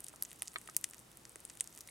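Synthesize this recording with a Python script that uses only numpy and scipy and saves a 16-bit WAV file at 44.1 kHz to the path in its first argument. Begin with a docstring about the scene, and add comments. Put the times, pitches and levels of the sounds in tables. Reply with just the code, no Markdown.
"""Puffed cereal crackles in a bowl of milk: soaked grains crack in tiny bright snaps, each a few cycles long.
Under the snaps lies a fine fizz of fainter cracks, scattered at random in time, pitch and place.
Foam seethes faintly as a blur of tiny noise bursts, and one small bubble rings with two dying tones.
All these scatter briefly in the bowl and the room. Three dull knocks, and low thuds under three of the
snaps, are damped thumps with a faint ring. Behind lies room noise: bands of random noise and a low hum."""
import sys
import numpy as np
from scipy import signal
from scipy.io import wavfile

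SR = 44100
rng = np.random.default_rng(int(sys.argv[2]) if len(sys.argv) > 2 else 0)


def transcribe(u):
    """Save the signal u as a 16-bit wav file named by the first command-line argument.

    u: samples, shape (n,) or (channels, n), limited to [-1, 1]; the rate is SR.
    q: integer samples, one column per channel.
    """
    v = np.clip(np.atleast_2d(u).T, -1, 1)
    q = np.round(v * 32767).astype(np.int16)
    wavfile.write(sys.argv[1], SR, q)


N = 83790  # length in samples, 1.9 s


def from_db(db):
    """Turn decibels into a gain."""
    return 10 ** (np.asarray(db) / 20)


def at_hz(points, hz):
    """Read a table between its points, with pitch on a logarithmic scale."""
    table_hz, values = np.transpose(points)
    return np.interp(np.log(hz), np.log(table_hz), values)


def over_time(points):
    """Draw a table of times and levels as a curve over the whole sound."""
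    return np.interp(np.arange(N) / SR, *np.transpose(points))


def low_pass(x, hz):
    """Soften a sound by taking away its treble."""
    return signal.sosfilt(signal.butter(2, hz, fs=SR, output="sos"), x)


def band(x, low_hz, high_hz):
    """Keep only what lies between two pitches, with two resonant stages."""
    high_hz = np.clip(high_hz, 20, .45 * SR)
    low_hz = np.clip(low_hz, 10, .97 * high_hz)
    return signal.sosfilt(signal.butter(2, [low_hz, high_hz], "band", fs=SR, output="sos"), x)


def add(out, start_s, sound):
    """Mix a short sound in at a given time."""
    i = int(np.clip(start_s * SR, 0, N - 1))
    out[..., i:i + sound.shape[-1]] += sound[..., :N - i]


def pan(left_minus_right_db):
    """Place a sound by making one ear louder and the other softer."""
    return from_db(left_minus_right_db * np.array([[.5], [-.5]]))


def cycles(hz, octaves, size):
    """A short burst of a few cycles, fewer the wider its band; peak 1."""
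    wave = band(signal.unit_impulse(size), hz * 2 ** (-octaves / 2), hz * 2 ** (octaves / 2))
    return wave / np.abs(wave).max()


def ring(modes, size=4096):
    """Pure tones that start together and die away, each at its own rate."""
    t = np.arange(size) / SR
    out = np.zeros(size)
    for k, (hz, db, t60) in enumerate(modes):
        sign = (-1) ** k
        out += sign * from_db(db - 60 * t / t60) * np.sin(2 * np.pi * hz * t)
    return out


def scatter(x, level_db, t60, delay, width, uneven_db=5):
    """Reflections of uneven strength that die away, partly different in each ear."""
    t = np.arange(SR // 4) / SR
    mid, side, strength = rng.standard_normal((3, len(t)))
    fade = from_db(uneven_db * strength - 60 * t / t60) * (t >= delay)
    tail = (mid + width * side * [[1], [-1]]) * fade
    tail /= np.sqrt(np.sum(tail ** 2) / 2 + 1e-20)
    return from_db(level_db) * signal.fftconvolve(np.atleast_2d(x), tail, axes=1)[:, :N]


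# room noise and far hiss, relative strength by pitch: (f/Hz, level/dB per Hz)
FLOOR = [(22, -16), (40, -6), (60, -9.5), (80, -7), (125, 0), (200, -2), (330, -3.5), (550, -7),
         (1000, -7.5), (2000, -13), (4500, -16.5), (7500, -16), (9200, -20), (11000, -18), (13000, -27),
         (16000, 9)]
# how alike the noise is in the two ears: (f/Hz, likeness from -1 to 1)
LIKENESS = [(40, 0.78), (130, 1), (350, 0.5), (800, 0.12), (2500, 0.1), (6000, 0.61), (13000, 1)]
# steady hum tones: (f/Hz, level/dB rms)
HUM = [(58.5, -78), (120, -77), (336, -78)]
FLOOR_DB = -62  # rms of the noise without the hum


def room_noise():
    """Steady air noise in half-octave bands, with a faint hum of pure tones."""
    edges = 22 * 2 ** np.arange(0, 10, .5)  # Hz
    # neighbouring bands take turns with two independent noises
    white = rng.standard_normal((2, 2, N + SR // 4))
    air = 0
    for k, (low, high) in enumerate(zip(edges, edges[1:])):
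        mid, side = band(white[k % 2], low, high)[:, -N:]  # drop the filter's start
        hz = np.sqrt(low * high)
        alike = np.clip(at_hz(LIKENESS, hz), -1, 1)
        stereo = np.sqrt(1 + alike) * mid + np.sqrt(1 - alike) * side * [[1], [-1]]
        air = air + from_db(at_hz(FLOOR, hz)) * stereo
    t = np.arange(N) / SR
    hum = np.zeros(N)
    for hz, db in HUM:
        hum += np.sqrt(2) * from_db(db) * np.sin(2 * np.pi * (hz * t + rng.random()))
    return from_db(FLOOR_DB) * air / air.std() + hum


# dull knocks, and the low thuds under three of the snaps, level before softening:
# (t/s, level/dB, f/Hz, softening low-pass f/Hz)
THUMPS = [(.138, -44, 800, 1700), (.2238, -50.5, 656, 990), (0.4213, -40, 920, 1380),
          (.559, -24.5, 1500, 6040), (0.6882, -34.5, 1280, 1750), (1.3582, -48, 430, 600)]
# faint ring added to each thump, level relative to it: (f/Hz, level/dB, time to fall 60 dB/s)
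THUMP_MODES = [(378, -29, 0.056), (712, -22, .025), (960, -17, .024), (1125, -18, .03), (1307, -17, .026),
               (1735, -15, 0.018), (2216, -16, .02), (3500, -9, .012), (4200, -8, 0.0051)]
# a thump's reflections from bowl and table: (delay t/s, level/dB)
THUMP_ECHOES = [(.0031, -15), (.0063, -13)]
THUMP_OCTAVES = 1.1  # bandwidth
THUMP_LAG_S = 0.00016  # how much later the left ear hears it
THUMP_SCATTER_DB, THUMP_SCATTER_T60_S = -6, 0.037


def knocks_and_thuds(size=4096):
    """Damped thumps with a faint ring and close reflections, reaching the left ear a little later."""
    direct = np.zeros(N)
    for start_s, db, hz, soft_hz in THUMPS:
        thump = cycles(hz, THUMP_OCTAVES, size) + ring(THUMP_MODES, size)
        add(direct, start_s, from_db(db) * low_pass(thump, min(soft_hz, SR / 3)))
    t = np.arange(N) / SR
    echoed = direct.copy()
    for delay, db in THUMP_ECHOES:
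        echoed += from_db(db) * np.interp(t - delay, t, direct)
    left = np.interp(t - THUMP_LAG_S, t, echoed)
    blur = scatter(direct, THUMP_SCATTER_DB, THUMP_SCATTER_T60_S, delay=0.00053, width=0.74)
    return np.array([left, echoed]) + blur


# the tones of a small bubble, level at their start: (f/Hz, level/dB, time to fall 60 dB/s)
BUBBLE = [(2190, -45, 0.042), (3980, -47, .009)]
BUBBLE_S = 1.8878  # when it opens


def bubble():
    """One bubble opens in the milk and rings with tones that die away."""
    out = np.zeros(N)
    add(out, BUBBLE_S, ring(BUBBLE))
    return out


# how strongly the foam seethes, before reflections: (t/s, level/dB rms)
SEETHE = [(0, -77), (.09, -99), (.14, -64), (.19, -89), (.31, -68), (.39, -80), (.54, -67), (.63, -69.5),
          (.89, -69), (1.06, -82), (1.42, -74), (1.58, -70), (1.83, -88), (1.89, -60.5)]
SEETHE_PER_S, SEETHE_HZ, SEETHE_OCTAVES = 1500, 9100, 0.38  # bursts per second, pitch, bandwidth


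def seethe():
    """Minute bursts in the foam, too dense to tell apart, swelling and fading."""
    bursts = (rng.random(N) < SEETHE_PER_S / SR) * rng.standard_normal(N)
    foam = np.convolve(bursts, cycles(SEETHE_HZ, SEETHE_OCTAVES, size=256))[:N]
    return from_db(over_time(SEETHE)) * foam / foam.std()


BODY_OCTAVES = 1.017  # bandwidth of a crack's lower body


def crack(hz, octaves, body_hz, body_db, size=256):
    """One grain wall breaks: a few bright cycles and a lower body."""
    bright = cycles(hz, octaves, size)
    body = cycles(body_hz, BODY_OCTAVES, size)
    return bright + from_db(body_db) * body


# how lively the faint crackle is, in both rate and strength: (t/s, level/dB)
ACTIVITY = [(0, 0), (.35, 1), (.55, 2.5), (.95, -0.5), (1.05, -2), (1.3, -2.5), (1.6, 2), (1.9, 1)]
FIZZ_PER_S, FIZZ_DB, FIZZ_SPREAD_DB = 450, -61, 4.5  # rate and weakest level at 0 dB activity
FIZZ_HZ, FIZZ_PITCH_SPREAD, FIZZ_OCTAVES = 9000, 0.22, 0.42  # pitch spread and bandwidth in octaves
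FIZZ_PAN_DB = 2.5  # spread between the ears
FIZZ_BODY_HZ, FIZZ_BODY_DB, FIZZ_BODY_SPREAD_DB = 3780, -8.5, 3.5


def fizz(count=40):
    """Faint cracks at random all over the bowl, from grains of many sizes; some ring longer than others."""
    activity_db = over_time(ACTIVITY)
    born = rng.random(N) < FIZZ_PER_S * from_db(activity_db) / SR
    extra_db = FIZZ_SPREAD_DB * np.minimum(rng.exponential(1, N), 3)
    sizes = from_db(FIZZ_DB + activity_db + extra_db) * rng.choice([-1, 1], N)
    # each crack is dealt one of a set of random grains
    dealt = rng.integers(0, count, N)
    out = 0
    for k in range(count):
        place, body, body_pitch, pitch, width = rng.standard_normal(5)
        grain = crack(FIZZ_HZ * 2 ** (FIZZ_PITCH_SPREAD * pitch), FIZZ_OCTAVES * 2 ** (width / 2),
                      FIZZ_BODY_HZ * 2 ** (body_pitch / 2), FIZZ_BODY_DB + FIZZ_BODY_SPREAD_DB * body)
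        cracks = np.convolve(born * sizes * (dealt == k), grain)[:N]
        out = out + pan(FIZZ_PAN_DB * place) * cracks
    return out


# grains cracking, level of the bright part and of the body relative to it:
# (t/s, peak level/dB, f/Hz, bandwidth/octaves, body f/Hz, body level/dB, left minus right level/dB)
SNAPS = [(0.0048, -29, 9800, 0.65, 2340, -22, 1), (0.0405, -34.5, 9000, 1, 3000, -32, -8),
         (0.044, -26.5, 9000, 0.42, 4330, -11.5, 2), (0.0665, -33, 8900, 0.4, 4350, -6, 3),
         (0.0838, -27, 7640, 1, 2880, -26, -4.5), (0.087, -34.5, 9300, 0.57, 3220, -16, 3),
         (0.095, -38, 7750, 0.95, 1500, -30, -1), (0.1604, -34.5, 8050, 0.96, 1500, -37, 1),
         (0.2236, -30, 9100, 0.24, 1470, -12.5, 0), (0.2246, -16, 11600, 0.31, 6140, -7, -1),
         (0.2347, -27, 9500, 0.65, 1900, -40, 3), (0.2506, -30.5, 7200, 0.41, 2800, -13.5, 2),
         (0.2551, -39, 6500, 0.55, 2200, -8, -4), (0.308, -38, 9250, 0.38, 3000, -17, 0),
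         (0.316, -35, 8550, 0.47, 2860, -4.5, 1), (0.3301, -31.5, 9700, 1.1, 1920, -17.5, 1),
         (0.3592, -41, 8900, 0.6, 2500, -20, 0), (0.3925, -41, 12000, 0.6, 2500, -24, 0),
         (0.4217, -17.5, 9580, 0.39, 2580, -10.5, -2.5), (0.43, -30.5, 8000, 1.5, 1500, -27, 0),
         (0.4726, -50, 5750, 1, 3000, -3, -1), (0.4754, -29, 6040, 1.3, 1500, -45, -4.5),
         (0.4764, -49, 6200, 0.8, 3230, -7, -1), (0.4802, -26.5, 6540, 0.75, 2780, -15.5, -2),
         (0.534, -40, 9800, 0.59, 2800, -10, -1), (0.5413, -35, 10200, 0.76, 1450, -17, -1),
         (0.5848, -31.5, 8100, 0.37, 1920, -17, 1.5), (0.615, -36.5, 8800, 1, 1900, -14.5, 1),
         (0.6752, -34.5, 7940, 0.83, 2210, -5, 0), (0.6774, -36.5, 8400, 0.65, 2720, -8.5, 9),
         (0.698, -31, 6900, 0.9, 1490, -18, 1), (0.7474, -38.5, 7200, 0.87, 2760, -7.5, 6),
         (0.7662, -6, 9220, 1.07, 3080, -22, -1), (0.8125, -32.5, 11400, 0.74, 1490, -32, 2),
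         (0.8409, -27, 8200, 0.71, 2360, -32, 17), (0.8426, -13, 7500, 0.92, 2550, -12, 1),
         (0.8894, -41, 10000, 0.42, 2800, -14, 4), (0.8996, -34, 11000, 1, 1900, -30, 0),
         (0.9103, -34.5, 8450, 0.45, 1900, -28, -4), (0.9352, -33.5, 6750, 1.05, 2010, -8.5, 3.5),
         (0.9451, -34, 8000, 1.2, 1900, -15, -4), (0.982, -38, 7250, 0.83, 1900, -19, 3),
         (0.9925, -35.5, 8650, 0.56, 2300, -27, 5), (0.9997, -41, 9750, 0.91, 1500, -33, -1),
         (1.1164, -41.5, 9250, 0.76, 2860, -10, -1), (1.1722, -34, 9950, 0.55, 2330, -20, 0),
         (1.2531, -33, 6300, 0.89, 2010, -12.5, 0), (1.2947, -35.5, 9250, 0.49, 2800, -22, 2.5),
         (1.3198, -42, 9100, 0.6, 2500, -20, 0), (1.3581, -29, 8400, 0.68, 1770, -11.5, 1),
         (1.4039, -37.5, 9250, 0.81, 1850, -33, 0), (1.4518, -26, 8900, 0.44, 4200, -13.5, 1.5),
         (1.4989, -32, 7940, 0.43, 3340, -12, 2.5), (1.5023, -38, 5500, 0.66, 1970, -6, -1),
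         (1.5534, -40.5, 9500, 0.85, 1500, -16, -1), (1.5728, -37.5, 8500, 0.48, 2760, -9, 5),
         (1.6, -38, 8250, 0.32, 4260, -2, 8), (1.6082, -12.5, 8530, 0.42, 2700, -16.5, -1.5),
         (1.6424, -33, 7750, 1.3, 1500, -34, -3), (1.6746, -29.5, 7800, 0.84, 2280, -28, 1.5),
         (1.7266, -42.5, 7400, 0.7, 2800, -13, -4), (1.728, -43, 7440, 0.7, 2800, -15, 1),
         (1.7501, -36, 8650, 1.2, 1500, -28, -1), (1.762, -38, 9800, 0.77, 2500, -18, 0),
         (1.7758, -29, 7200, 1.15, 2650, -15, 0), (1.783, -38.5, 8500, 0.75, 3400, -10, -7),
         (1.7897, -33, 9250, 1.5, 1500, -23, 2), (1.8068, -38, 6200, 0.63, 2400, -25, -3),
         (1.8083, -28, 7600, 1.4, 1460, -28, 3.5), (1.8128, -34.5, 8200, 1.4, 1500, -28, -4),
         (1.8751, -32, 7900, 1.3, 1900, -18, 0)]


def snaps():
    """The cracks that stand out singly, each from its own place in the bowl."""
    out = np.zeros((2, N))
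    for start_s, db, hz, octaves, body_hz, body_db, pan_db in SNAPS:
        add(out, start_s, from_db(db) * pan(pan_db) * crack(hz, octaves, body_hz, body_db))
    return out


# scatter among the grains and the bowl's wall, then the room
BOWL_DB, BOWL_T60_S, BOWL_DELAY_S, BOWL_WIDTH = -9.5, 0.018, 0.00039, 0.4
ROOM_DB, ROOM_T60_S, ROOM_DELAY_S, ROOM_WIDTH = -21.5, 0.13, .006, 0.37


def scene():
    """The crackling bowl with its reflections, in the room."""
    cereal = snaps() + fizz() + seethe() + bubble()
    bowl = scatter(cereal, BOWL_DB, BOWL_T60_S, BOWL_DELAY_S, BOWL_WIDTH)
    room = scatter(cereal, ROOM_DB, ROOM_T60_S, ROOM_DELAY_S, ROOM_WIDTH)
    return cereal + bowl + room + knocks_and_thuds() + room_noise()


CUTOFF_HZ = 16100


def record(dry):
    """Cut the very top of the treble steeply."""
    top_cut = signal.firwin(127, CUTOFF_HZ, fs=SR, window=("kaiser", 8))
    return signal.fftconvolve(dry, top_cut[None], "same", axes=1)


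dry = scene()
out = record(dry)
transcribe(out)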